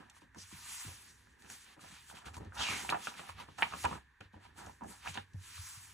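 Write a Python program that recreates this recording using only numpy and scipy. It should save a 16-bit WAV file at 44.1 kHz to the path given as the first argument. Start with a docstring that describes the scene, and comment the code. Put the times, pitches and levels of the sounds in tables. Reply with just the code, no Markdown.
"""First a short rustle of paper that dies away into a faint narrow hiss and a low rumble: a quiet room.
Then hands smooth and turn the glossy pages of a book on a table, under a phone's two microphone ports.
Skin and sheets slide in dense random slips; bent sheets creak and snap through resonances of the paper;
a drag along a sheet edge sings with a sinking pitch. Fingers and pages thud on the table top, nails or
sheet corners tick, and the walls echo these short hits. The two ports hear it all with unlike phase."""
import sys
import numpy as np
from scipy import signal
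from scipy.fft import rfft, irfft
from scipy.io import wavfile
from scipy.ndimage import uniform_filter1d

SR = 44100
rng = np.random.default_rng(int(sys.argv[2]) if len(sys.argv) > 2 else 0)


def unload_wav(signal):
    """Save mono or channel-first audio to the path in sys.argv[1] as 16-bit WAV at rate SR, clipped to [-1, 1]."""
    wavfile.write(
        sys.argv[1],
        SR,
        np.round(np.clip(np.atleast_2d(signal).T, -1, 1) * 32767).astype(np.int16),
    )


N = 261513
HZ = np.maximum(np.fft.rfftfreq(N, 1 / SR), 1)
T = np.arange(N) / SR


def undb(db):
    """Decibels to gain."""
    return 10 ** (np.asarray(db) / 20)


def unit(x):
    """Scale to rms 1."""
    return x / np.sqrt(np.mean(x ** 2))


def over_hz(table, column=1):
    """Read a table column along a log-frequency axis."""
    rows = np.array(table, float)
    return np.interp(np.log(HZ), np.log(rows[:, 0]), rows[:, column])


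def colour(x, gain):
    """Filter by a gain per frequency."""
    return irfft(rfft(x) * gain, N)


def steep(x, hz, kind):
    """Steep high- or low-pass."""
    return signal.sosfilt(signal.butter(4, hz, kind, fs=SR, output="sos"), x)


def ring(x, hz, width_hz):
    """One resonance, gain 1 at the centre."""
    return signal.lfilter(*signal.iirpeak(hz, hz / width_hz, fs=SR), x)


def modes(x, table):
    """Resonances of a body, each a narrow ring followed by one three times as wide, summed."""
    return sum(undb(db) * ring(ring(x, hz, width), hz, 3 * width) for hz, width, db in table)


def fade(t, t60):
    """Exponential decay by 60 dB in t60 seconds, at least 10 ms."""
    return np.exp(-np.log(1000) * t / max(t60, .01))


def walk(rate):
    """Slow random wander of rms 1: levels held 1 / rate seconds, smoothed twice."""
    hold = int(SR / rate)
    steps = np.repeat(rng.standard_normal(N // hold + 1), hold)
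    return unit(uniform_filter1d(uniform_filter1d(steps, hold), hold)[:N])


def slips(rate, spread_db, size=N):
    """Tiny slips of either sign at random moments, rate per second, a few much stronger than the rest."""
    happens, sign, strength = rng.random((size, 3)).T
    return (happens < rate / SR) * np.sign(sign - .5) * undb(-spread_db * np.log(1 - strength))


def add(out, s, x):
    """Mix x into out from time s."""
    i = int(s * SR)
    out[i:i + len(x)] += x[:N - i]


def together(a_db, b_db):
    """Two levels added as powers."""
    return 10 * np.log10(undb(a_db) ** 2 + undb(b_db) ** 2)


RAMP_DB = 20  # climbed in the attack, lost in the release; the same slopes run on outside


def gestures(table, column):
    """Level in dB of overlapping gestures, each an attack, a hold and a release; their powers add."""
    power = 1e-12
    for row in table:
        s, attack, hold, release = row[:4]
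        rising = (s + attack - T) / attack
        falling = (T - s - attack - hold) / release
        slope = np.maximum(np.maximum(rising, falling), 0)
        power = power + undb(row[column] - RAMP_DB * slope) ** 2
    return 10 * np.log10(power)


ROOM_DB = -63.5  # rms level about which the room wanders
# Spectrum of the still room: (frequency [Hz], relative level [dB])
ROOM_SPECTRUM = [(18, -31), (35, 12), (70, -7), (130, -20), (300, -42), (450, -28), (620, -57),
                 (800, -25.5), (1000, -17.5), (1350, -22.5), (1560, -10), (1680, -7), (1830, -6),
                 (1980, -16), (2300, -18), (3000, -29), (3700, -26.5), (5000, -37), (9500, -41),
                 (16000, -26)]


def room():
    """A steady narrow hiss over low rumble: noise shaped by the spectrum of the room."""
    noise = unit(colour(rng.standard_normal(N), undb(over_hz(ROOM_SPECTRUM))))
    return noise * undb(ROOM_DB + 0.13 * walk(18))


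ECHO_DB, ECHO_T60_S, ECHO_GAP_S = -11.5, 0.15, 0.004


def reflect(x, t60, after):
    """Dense random reflections that start after a gap and decay; the tail has unit energy."""
    t = np.arange(SR // 3) / SR
    tail = rng.standard_normal(len(t)) * fade(t, t60) * (t >= after)
    return signal.fftconvolve(x, tail / np.sqrt(np.sum(tail ** 2)))[:N]


# Resonances of the table top: (frequency [Hz], width of the narrow ring [Hz], level [dB])
TABLE_MODES = [(64.5, 16.8, 5.5), (95.2, 9.3, -0.5), (142, 27.6, -6.5), (186, 62, -16.5)]
# Resonances of loose pages: (frequency [Hz], width of the narrow ring [Hz], level [dB])
PAGE_MODES = [(197.7, 87, 9.5), (282, 174, -6), (470, 420, -3.5)]
FLAP_TOP_HZ = 544  # low-pass of the flapping pages


def hum(flap_db, press_db):
    """Loose pages flap dully; the table top hums under shifting pressure: slips ring the modes of each."""
    flap = unit(steep(modes(slips(600, 1.2), PAGE_MODES), FLAP_TOP_HZ, "low"))
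    top = unit(modes(slips(900, 1.2), TABLE_MODES))
    return flap * undb(flap_db + 2.04 * walk(24.8)) + top * undb(press_db + 2.5 * walk(18))


THUD_T60_S, THUD_CYCLES = 0.13, 12.4  # ring time: a base [s] plus some cycles of the pitch
# Soft blows on the table: (time [s], peak level of the blow [dB], ring frequency [Hz],
# peak level of the loose pages relative to the blow [dB])
THUDS = [(0.222, -59.5, 310, 1), (0.238, -58, 233, -3), (0.369, -58, 167, -9), (0.385, -48.5, 107, -7.5),
         (0.526, -44.5, 196, -28), (0.538, -46, 95, -30), (0.691, -53, 71.6, -30), (0.846, -50.5, 235, -6),
         (0.861, -38, 123, -21), (0.878, -42, 94, -7), (1.5, -58, 99, 5.5), (1.768, -62, 188, 12),
         (1.831, -51, 190, -6), (1.854, -57.5, 91, -1), (1.901, -52, 189, -13), (1.922, -49, 179, -26),
         (2.133, -53.5, 69.4, 4.5), (2.263, -42.5, 75.4, -7), (2.368, -39.5, 86, -4.5),
         (2.408, -40, 68, -3), (2.463, -38, 78, -26), (2.698, -38, 93, -5.5), (2.891, -48, 140, 11.5),
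         (2.924, -38.5, 170, 4), (3.072, -47, 208, 5), (3.192, -48, 168, -14), (3.292, -45.5, 95, -14),
         (3.482, -51, 104, 4), (3.622, -43.5, 230, 0), (3.739, -48, 183, 9), (3.845, -31, 72, -5),
         (3.911, -35.5, 172, -1.5), (4.206, -47, 100, 0.5), (4.253, -47, 76, -26), (4.335, -47, 213, -5),
         (4.351, -45.5, 82, -1.5), (4.578, -54.5, 252, -3), (4.669, -46.5, 110, 2), (4.813, -51, 262, -5),
         (4.823, -39.5, 208, -15), (4.837, -43, 202, -17), (5.068, -50.5, 194, 0), (5.089, -41, 116, -11),
         (5.18, -42.5, 100, -8), (5.343, -33.5, 112, -20.5), (5.37, -37.5, 83, -44.5),
         (5.552, -51, 77.5, -40), (5.588, -36.5, 80, -64), (5.771, -45, 114, -33)]


def thuds():
    """A soft push shorter than a cycle, with some jolts after it, rings book block, table top and pages."""
    out, t = np.zeros(N), np.arange(SR // 2) / SR
    for s, db, hz, pages_db in THUDS:
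        t60 = THUD_T60_S + THUD_CYCLES / hz
        jolts = 0.4 * slips(90, 1.3, size=len(t)) * fade(t, t60)
        jolts[0] = 1  # the blow itself
        push = np.convolve(jolts, np.hanning(int(0.7 * SR / hz)))[:len(t)]
        book = ring(ring(push, hz, 7.7 / t60), hz, 11.0 * hz)
        blow = book + 0.26 * modes(push, TABLE_MODES)
        # the slips of the pages build up within milliseconds, then die sooner than the blow
        rattle = slips(600, 1.5, size=len(t)) * fade(t, 0.7 * t60) * t / (t + 0.003)
        pages = modes(0.53 * jolts + 0.5 * rattle, PAGE_MODES)
        thud = blow / abs(blow).max() + undb(pages_db) * pages / abs(pages).max()
        add(out, s, undb(db) * thud)
    return out


TICK_T60_S = 0.019
# Thin ticks of a nail or a sheet corner: (time [s], peak level [dB])
TICKS = [(0.0987, -40.5), (0.347, -50.5), (1.269, -65), (1.422, -46.5), (1.501, -34.5), (2.3436, -39.5),
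         (2.367, -40), (2.4487, -51.5), (2.9, -27.5), (3.586, -38.5), (3.839, -28.5), (3.852, -28.5),
         (4.2075, -47), (4.663, -39.5), (4.838, -47.5), (5.143, -35), (5.335, -52.5)]


def ticks():
    """A hard small contact: one bright click with a whisper of noise after it, through a broad resonance."""
    out, t = np.zeros(N), np.arange(SR // 10) / SR
    for s, db in TICKS:
        burst = 0.8 * rng.standard_normal(len(t)) * fade(t, TICK_T60_S)
        burst[0] = 2.5  # the click
        tick = steep(ring(burst, 4000, 6800), 1430, "high")
        add(out, s, undb(db) * tick / abs(tick).max())
    return out


SURGE_DB = 2.1  # rms wander of each half octave
# Spectrum of skin sliding on the coating: (frequency [Hz], relative level [dB])
SKIN_SPECTRUM = [(600, -41), (950, -5), (2000, 0), (4200, -1.5), (6500, -1.5), (9000, 1.5), (12000, 0.5),
                 (16000, 4.5)]


def skin(db):
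    """Finger ridges slip over the coating so densely that they hiss; each half octave surges on its own."""
    hiss = colour(slips(16000, 1.6), undb(over_hz(SKIN_SPECTRUM)))
    octaves = np.log2(HZ / 1000)
    grainy = np.zeros(N)
    for centre in np.arange(-1, 4.5, .5):
        band = colour(hiss, np.clip(1 - 2 * abs(octaves - centre), 0, 1))
        grainy += band * undb(SURGE_DB * walk(35))
    return unit(grainy) * undb(db + 2.5 + 0.23 * walk(30))


SHEET_LOW_HZ = 666  # high-pass of scraping, creaking and edge drags
SCRAPE_LOW_HZ, SCRAPE_TOP_HZ = 860, 4560
# Low resonances of a sheet: (frequency [Hz], width of the narrow ring [Hz], level [dB])
SHEET_MODES = [(777, 258, 6.5), (958, 140, 4.5), (1251, 380, 6), (1600, 150, -1)]


def sheet(scrape_db, flex_db):
    """Sheet on sheet scrapes in the upper middle; bending creaks ring the low sheet modes."""
    scrape = steep(ring(slips(7000, 1.33), 2490, 2600), SCRAPE_TOP_HZ, "low")
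    scrape = unit(steep(steep(scrape, SCRAPE_LOW_HZ, "high"), SHEET_LOW_HZ, "high"))
    flex = unit(steep(modes(slips(2000, 1.9), SHEET_MODES), SHEET_LOW_HZ, "high"))
    patchy_db, creaky_db = 1.8 * walk(40), 1.7 * walk(45)
    return scrape * undb(scrape_db - 5.5 + patchy_db) + flex * undb(flex_db - 1.7 + creaky_db)


GAP_SHARPNESS, GAP_WOBBLE = 6, .035  # pitch over width; relative spread of pitch from grain to grain
OVERTONE, OVERTONE_DB, BROAD_DB = 1.42, -15, -11  # pitch ratio and level of a second, level of a broad ring
GRAIN, HOP = 1024, 256  # samples
# A finger drags along a sheet edge, one curve a drag:
# (time [s], resonance of the air gap [Hz], level before a 3 dB cut [dB])
EDGE_DRAGS = [
    [(0.365, 5900, -68), (0.385, 5770, -52.5), (0.42, 5350, -51), (0.45, 5500, -63)],
    [(2.085, 3300, -70), (2.1, 3300, -56), (2.115, 3300, -62)],
    [(2.14, 3400, -70), (2.155, 3240, -56), (2.19, 3160, -62), (2.225, 3100, -67)],
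    [(2.25, 3300, -64), (2.26, 3300, -62), (2.283, 3200, -65), (2.3, 3200, -69)],
    [(2.58, 3600, -44.5), (2.602, 3480, -36.5), (2.625, 3300, -32), (2.64, 2970, -35), (2.665, 2620, -34.5),
     (2.71, 2340, -35.5), (2.735, 2130, -38.5), (2.78, 2100, -43), (2.83, 1980, -50), (2.87, 1900, -72)],
    [(3.01, 3300, -64), (3.045, 3400, -49), (3.1, 3380, -50), (3.125, 3200, -71)],
    [(5.07, 2550, -64), (5.088, 2550, -51), (5.108, 2450, -62), (5.13, 2400, -67)],
]


def drag():
    """Rough scraping coloured by the moving resonance of the air gap and its overtone, in overlapping grains."""
    out, window = np.zeros(N), np.hanning(GRAIN)
    for curve in EDGE_DRAGS:
        s, hz, db = np.transpose(curve)
        for t in np.arange(s[0], s[-1], HOP / SR):
            centre = np.interp(t, s, hz) * (1 + GAP_WOBBLE * rng.standard_normal())
            width = centre / GAP_SHARPNESS
            rough = slips(3500, 2.2, size=GRAIN)
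            gap = unit(ring(rough, centre, width))
            broad = unit(ring(rough, centre, 1.1 * centre))
            overtone = unit(ring(rough, OVERTONE * centre, width))
            grain = unit(gap + undb(BROAD_DB) * broad + undb(OVERTONE_DB) * overtone)
            add(out, t - GRAIN // 2 / SR, window * grain * undb(np.interp(t, s, db) - 3))
    return steep(out, SHEET_LOW_HZ, "high") * undb(0.99 * walk(60))


CRACKLE_S, SNAP_T60_S = 0.014, 0.031  # steady crackle, then its decay, for a snap at 1 kHz
SHORTENING_POWER = 1.15  # higher snaps are shorter by this power of pitch
UPPER_TOP_HZ = 3400
# Buckles that pop through: (time [s], peak level of the body [dB], centre frequency [Hz],
# peak level of the upper ring relative to the body [dB])
SNAPS = [(0.166, -50.5, 1060, -18), (0.219, -52, 1010, -4), (0.347, -44, 1550, -18), (0.36, -48, 1010, -20),
         (0.515, -49.5, 1050, -16), (1.271, -52.5, 1510, -18.5), (1.421, -52, 1700, -9),
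         (1.447, -53, 1610, 3), (1.462, -52, 1700, 3), (1.5, -42, 1560, -4), (1.772, -59, 686, -20),
         (1.793, -49, 1260, -4), (1.845, -48, 730, -25), (1.965, -49, 1510, -12), (2.1, -43, 1470, -9),
         (2.113, -47, 925, -23), (2.127, -48.5, 774, -33), (2.17, -47, 1300, 5), (2.186, -47, 1160, -8),
         (2.245, -46, 1350, -14), (2.257, -47, 1470, 1), (2.27, -40.5, 1390, -8), (2.283, -42.5, 1250, -10),
         (2.343, -45.5, 1390, 5.5), (2.368, -41.5, 950, -24), (2.522, -41, 1400, -24),
         (2.573, -42, 1600, 2), (2.597, -34, 1330, 0), (2.606, -38.5, 865, -1), (2.62, -38, 860, -10),
         (2.646, -35, 1280, -10), (2.687, -33.5, 1120, 11), (2.716, -37, 1400, -3),
         (2.727, -31.5, 1320, -5), (2.765, -42, 1200, -2), (2.848, -37, 880, -16), (2.891, -28, 1500, -8),
         (2.8925, -18, 2480, -19), (2.902, -21.5, 4080, -25), (2.906, -36, 850, -17),
         (2.911, -31, 1090, -17), (2.9245, -21.5, 1070, -22), (2.928, -22.5, 1220, -15),
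         (2.932, -28, 1040, -24), (2.937, -32, 1200, -19), (2.944, -29.5, 744, -4), (2.947, -28, 1500, -17),
         (2.954, -32, 815, -18), (2.972, -42, 760, -25), (3.071, -25, 1410, -2.5), (3.14, -46.5, 1380, 6),
         (3.194, -36, 1260, 0.5), (3.196, -42.5, 710, -30), (3.197, -49.5, 390, -30),
         (3.291, -36, 1310, -6), (3.295, -38.5, 994, -6), (3.391, -47, 1100, 0), (3.401, -42, 930, -15),
         (3.487, -44, 1040, -22), (3.584, -40, 1740, -13), (3.59, -34.5, 1250, -7), (3.623, -18, 1660, 6),
         (3.6235, -21, 990, -30), (3.626, -22, 920, -38), (3.628, -27, 4300, -30),
         (3.629, -17.5, 2060, -0.5), (3.631, -25, 3070, -20), (3.723, -35.5, 1180, -6),
         (3.737, -28.5, 1140, -7), (3.844, -25.5, 775, -37), (3.849, -23.5, 960, -30),
         (3.853, -24.5, 1330, -2), (3.855, -30, 1620, 3), (3.868, -37, 890, -15), (3.913, -32.5, 1000, -12),
         (3.928, -31, 1150, -20), (4.21, -40, 1490, 1), (4.342, -49.5, 860, -15), (4.452, -49, 910, -9),
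         (4.577, -56, 970, -12), (4.59, -44, 1400, -11), (4.669, -45, 684, -9), (4.695, -45.5, 890, -15),
         (4.81, -42, 1040, -25.5), (4.819, -40.5, 910, -28), (4.8245, -43, 1020, -40),
         (4.834, -40, 890, -31), (4.845, -41.5, 725, -34), (4.886, -50, 1920, -20), (4.924, -42, 4600, -30),
         (5.048, -46, 980, -16), (5.06, -33.5, 1130, -28), (5.068, -33.5, 1580, -31),
         (5.072, -37, 805, -22), (5.075, -28.5, 2400, -8), (5.142, -47, 1990, -18), (5.155, -40.5, 960, -5),
         (5.169, -47, 1400, -17), (5.174, -27.5, 1560, -6), (5.175, -28, 3430, -5),
         (5.178, -39.5, 850, -18), (5.186, -46, 1590, -15), (5.579, -46, 1226, -14)]


def snaps():
    """A buckle gives way with a sharp click, then a few more; all ring the sheet briefly."""
    out, t = np.zeros(N), np.arange(SR // 4) / SR
    for s, db, hz, upper_db in SNAPS:
        short = (1000 / hz) ** SHORTENING_POWER
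        clicks = .36 * slips(450, 1.6, size=len(t)) + 0.07 * rng.standard_normal(len(t))
        clicks[0] = 3.6  # the first, sharp click
        clicks = clicks * fade(np.maximum(t - CRACKLE_S * short, 0), SNAP_T60_S * short)
        clicks = np.convolve(clicks, np.hanning(12))[:len(t)]  # a sheet gives way in a quarter millisecond
        body = ring(ring(ring(clicks, hz, 0.42 * hz), hz, 0.5 * hz), hz, 0.5 * hz)
        body = body + 0.29 * min(short, 1) * modes(clicks, SHEET_MODES)
        upper = steep(ring(ring(clicks, 2590, 1150), 2640, 1230), UPPER_TOP_HZ, "low")
        snap = body / abs(body).max() + undb(upper_db) * upper / abs(upper).max()
        add(out, s, undb(db) * snap)
    return out


FLAP_PER_PRESSURE_DB, HUM_PER_BEND_DB = -32, -9.5
# Fingers slide over a page: (start [s], attack [s], hold [s], release [s],
# skin level before trim [dB], sheet scraping level before trim [dB])
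STROKES = [(0, 0.00058, .003, 0.15, -68, -58), (.11, 0.051, 0.024, 0.025, -63, -61),
           (.19, 0.023, 0.0077, 0.07, -67, -64), (.345, 0.038, 0.052, 0.16, -57, -56.5),
           (.42, 0.11, 0.12, 0.17, -52.5, -56.5), (.55, 0.14, 0.14, 0.34, -45, -51),
           (.95, 0.098, 0.061, 0.044, -64, -69), (1.15, 0.04, 0.35, 0.059, -99, -72),
           (1.38, 0.016, 0.069, 0.048, -64.5, -74), (1.45, 0.069, 0.0059, 0.17, -49.5, -53),
           (1.6, 0.0093, 0.13, 0.034, -62.5, -57.5), (1.785, 0.028, 0.076, 0.048, -57, -55.5),
           (1.87, 0.048, 0.034, 0.31, -56, -53.5), (2.04, 0.051, 0.02, 0.055, -54, -96),
           (2.14, 0.012, 0.039, 0.016, -57.5, -55), (2.19, 0.012, 0.019, 0.052, -66, -62),
           (2.25, 0.008, 0.015, 0.062, -54, -49), (2.33, 0.008, 0.044, .02, -56.5, -63),
           (2.38, 0.025, .005, 0.3, -72, -62), (2.53, 0.021, 0.045, .1, -52.5, -56),
           (2.6, 0.1, 0.1, 0.23, -43, -41.5), (2.86, 0.043, 0.002, 0.023, -42.5, -42),
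           (2.93, 0.096, 0.035, 0.19, -48, -50.5), (3.12, 0.062, 0.0038, 0.16, -51.5, -46.5),
           (3.22, 0.074, 0.0081, 0.044, -53, -48), (3.34, 0.063, 0.0061, 0.07, -54.5, -47),
           (3.46, 0.021, 0.115, .02, -71, -59), (3.57, 0.015, 0.056, 0.27, -53, -45),
           (3.66, 0.13, 0.039, 0.067, -46, -49), (3.83, 0.018, 0.0019, 0.016, -66, -32),
           (3.86, 0.01, 0.079, 0.064, -54.5, -48.5), (4.203, 0.004, .003, 0.025, -73, -51),
           (4.21, .011, 0.023, 0.069, -76, -62), (4.32, 0.011, 0.033, 0.064, -76, -65.5),
           (4.36, 0.084, 0.0084, 0.12, -68.5, -57), (4.55, 0.032, 0.0041, 0.21, -52.5, -53.5),
           (4.83, 0.01, 0.02, .03, -79, -82), (4.83, 0.072, .005, 0.2, -52, -80),
           (4.99, .1, 0.01, 0.075, -47.5, -44), (5.13, 0.013, 0.028, 0.081, -57.5, -44),
           (5.33, 0.0027, 0.011, 0.028, -111, -72), (5.37, 0.069, 0.036, 0.94, -55, -54.5),
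           (5.38, 0.18, 0.14, 0.44, -48, -77)]
# A sheet is bent or lifted: (start [s], attack [s], hold [s], release [s],
# flexing level before trim [dB], level of loose pages flapping [dB])
BENDS = [(0, 0.00059, .003, 0.075, -53, -52.5), (.04, 0.02, 0.023, 0.28, -67, -76),
         (.345, 0.023, 0.018, 0.017, -62, -58), (.48, 0.095, 0.35, 0.25, -66, -77),
         (.95, 0.087, 0.67, 0.13, -84, -74), (1.39, 0.069, 0.073, 0.069, -61, -63.5),
         (1.62, 0.072, 0.044, 0.055, -68.5, -77), (1.76, 0.051, 0.058, 0.045, -64, -66.5),
         (1.88, 0.029, 0.032, 0.12, -63.5, -72), (2.08, 0.02, 0.12, 0.082, -62, -72.5),
         (2.23, 0.036, 0.015, 0.03, -51.5, -63), (2.32, 0.017, 0.018, 0.031, -57, -62),
         (2.36, 0.026, 0.089, 0.038, -61.5, -58.5), (2.54, 0.067, 0.026, 0.043, -39.5, -51),
         (2.6, 0.069, 0.09, 0.3, -49.5, -51.5), (2.86, 0.067, 0.011, 0.033, -41, -63),
         (2.95, 0.038, 0.25, 0.21, -58, -63.5), (3.24, 0.039, 0.013, 0.035, -62, -80),
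         (3.35, 0.041, 0.04, 0.055, -54, -59), (3.578, 0.0097, 0.07, 0.1, -46.5, -58),
         (3.69, 0.046, .005, 0.072, -48.5, -57.5), (3.832, 0.02, 0.0065, 0.022, -37.5, -69),
         (3.86, 0.025, 0.078, 0.053, -51, -53.5), (4.37, 0.053, 0.035, 0.13, -63, -76),
         (4.55, 0.044, 0.087, 0.061, -55, -60), (4.8, 0.047, 0.059, 0.051, -73, -54.5),
         (4.85, 0.061, 0.0085, 0.12, -57, -70), (5.02, 0.038, 0.019, 0.032, -51.5, -66),
         (5.13, 0.043, 0.017, 0.037, -53, -52.5), (5.6, 0.13, 0.15, 0.14, -71, -100)]
# Weight of the hands on book and table: (time [s], level of the table hum [dB])
PRESSURE = [(0.0, -66.5), (0.36, -66), (0.84, -63), (1.55, -68), (2.21, -63.5), (2.39, -48), (2.49, -59),
            (2.86, -56), (3.1, -78), (3.34, -56), (3.52, -56), (3.83, -59), (4.0, -61), (4.26, -81),
            (4.46, -59), (4.92, -61), (5.0, -62.5), (5.93, -63.5)]


def rustle():
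    """All that lasts: rubbing, bending, table and room; bending and weight both stir pages and table."""
    bend_db = gestures(BENDS, column=4)
    weight_db = np.interp(T, *np.transpose(PRESSURE))
    flap_db = together(gestures(BENDS, column=5), weight_db + FLAP_PER_PRESSURE_DB)
    press_db = together(bend_db + HUM_PER_BEND_DB, weight_db)
    background = room() + hum(flap_db, press_db)
    rubbing = skin(gestures(STROKES, column=4))
    sheets = sheet(gestures(STROKES, column=5), bend_db)
    return background + rubbing + sheets + drag()


# The two microphone ports: (frequency [Hz], sum level [dB], difference level [dB],
# phase of the difference [rad], share of the difference tied to the sum [0-1])
PORTS = [(41.8, -14, -62, 1.9, 0.2), (89, -1, -11.5, 3.6, 0.63), (163, -6, -14, 1.5, 1),
         (276, -1, -8.5, 4.1, 0.46), (395, 3.5, 1.5, 4.5, 0.94), (688, -5.5, -2.5, 4.36, 1),
         (790, 1, 1, 3.8, 0.58), (960, 1, -1, 1.8, 0.6), (2000, -3, -21, 4.3, 0.35),
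         (2320, -3, -6.5, 3.7, 0.15), (4830, -4, -6, 4.8, 0.5), (4850, -8.5, 0.5, 4.6, 0.2),
         (5850, 0.5, -13.5, 4.3, 0.2), (7360, 0, -37.5, 5.6, 0.8), (10200, -7.5, -12, 4.5, 0.7),
         (11250, -6.5, -2.5, 5, 0.4), (15300, -32, -7, 2, .6)]


def ports(direct, spread):
    """Sum and difference of two ports; sound spread over the pages adds an unrelated part to the difference."""
    tied = np.clip(over_hz(PORTS, column=4), 0, 1)
    gain = undb(over_hz(PORTS, column=2))
    turn = np.exp(1j * over_hz(PORTS, column=3))
    side = colour(direct, gain * tied * turn) + colour(spread, gain * np.sqrt(1 - tied ** 2))
    mid = colour(direct, undb(over_hz(PORTS, column=1)))
    return np.array([mid + side, mid - side])


def scene():
    """Hits with their echo from the walls, over the rustle; a second, independent rustle is the spread sound."""
    sharp, dull = snaps() + ticks(), thuds()
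    echo = undb(ECHO_DB) * reflect(sharp + dull, ECHO_T60_S, ECHO_GAP_S)
    direct = rustle() + sharp + dull + echo
    spread = rustle() + reflect(sharp, 0.14, 0) + dull
    return ports(direct, spread)


SUM_TOP_HZ, TOP_HZ, BASS_HZ = 12000, 15850, 45


def record(dry):
    """The sum is low-passed, so the top range is heard only in the difference; bass rolls off; a steep cut ends it."""
    mid, side = (dry[0] + dry[1]) / 2, (dry[0] - dry[1]) / 2
    mid = signal.sosfiltfilt(signal.ellip(8, .1, 45, SUM_TOP_HZ, fs=SR, output="sos"), mid)
    bass_cut = signal.butter(2, BASS_HZ, "high", fs=SR, output="sos")
    both = signal.sosfilt(bass_cut, [mid + side, mid - side])
    return signal.sosfilt(signal.ellip(10, .2, 80, TOP_HZ, fs=SR, output="sos"), both)


dry = scene()
out = record(dry)
unload_wav(out)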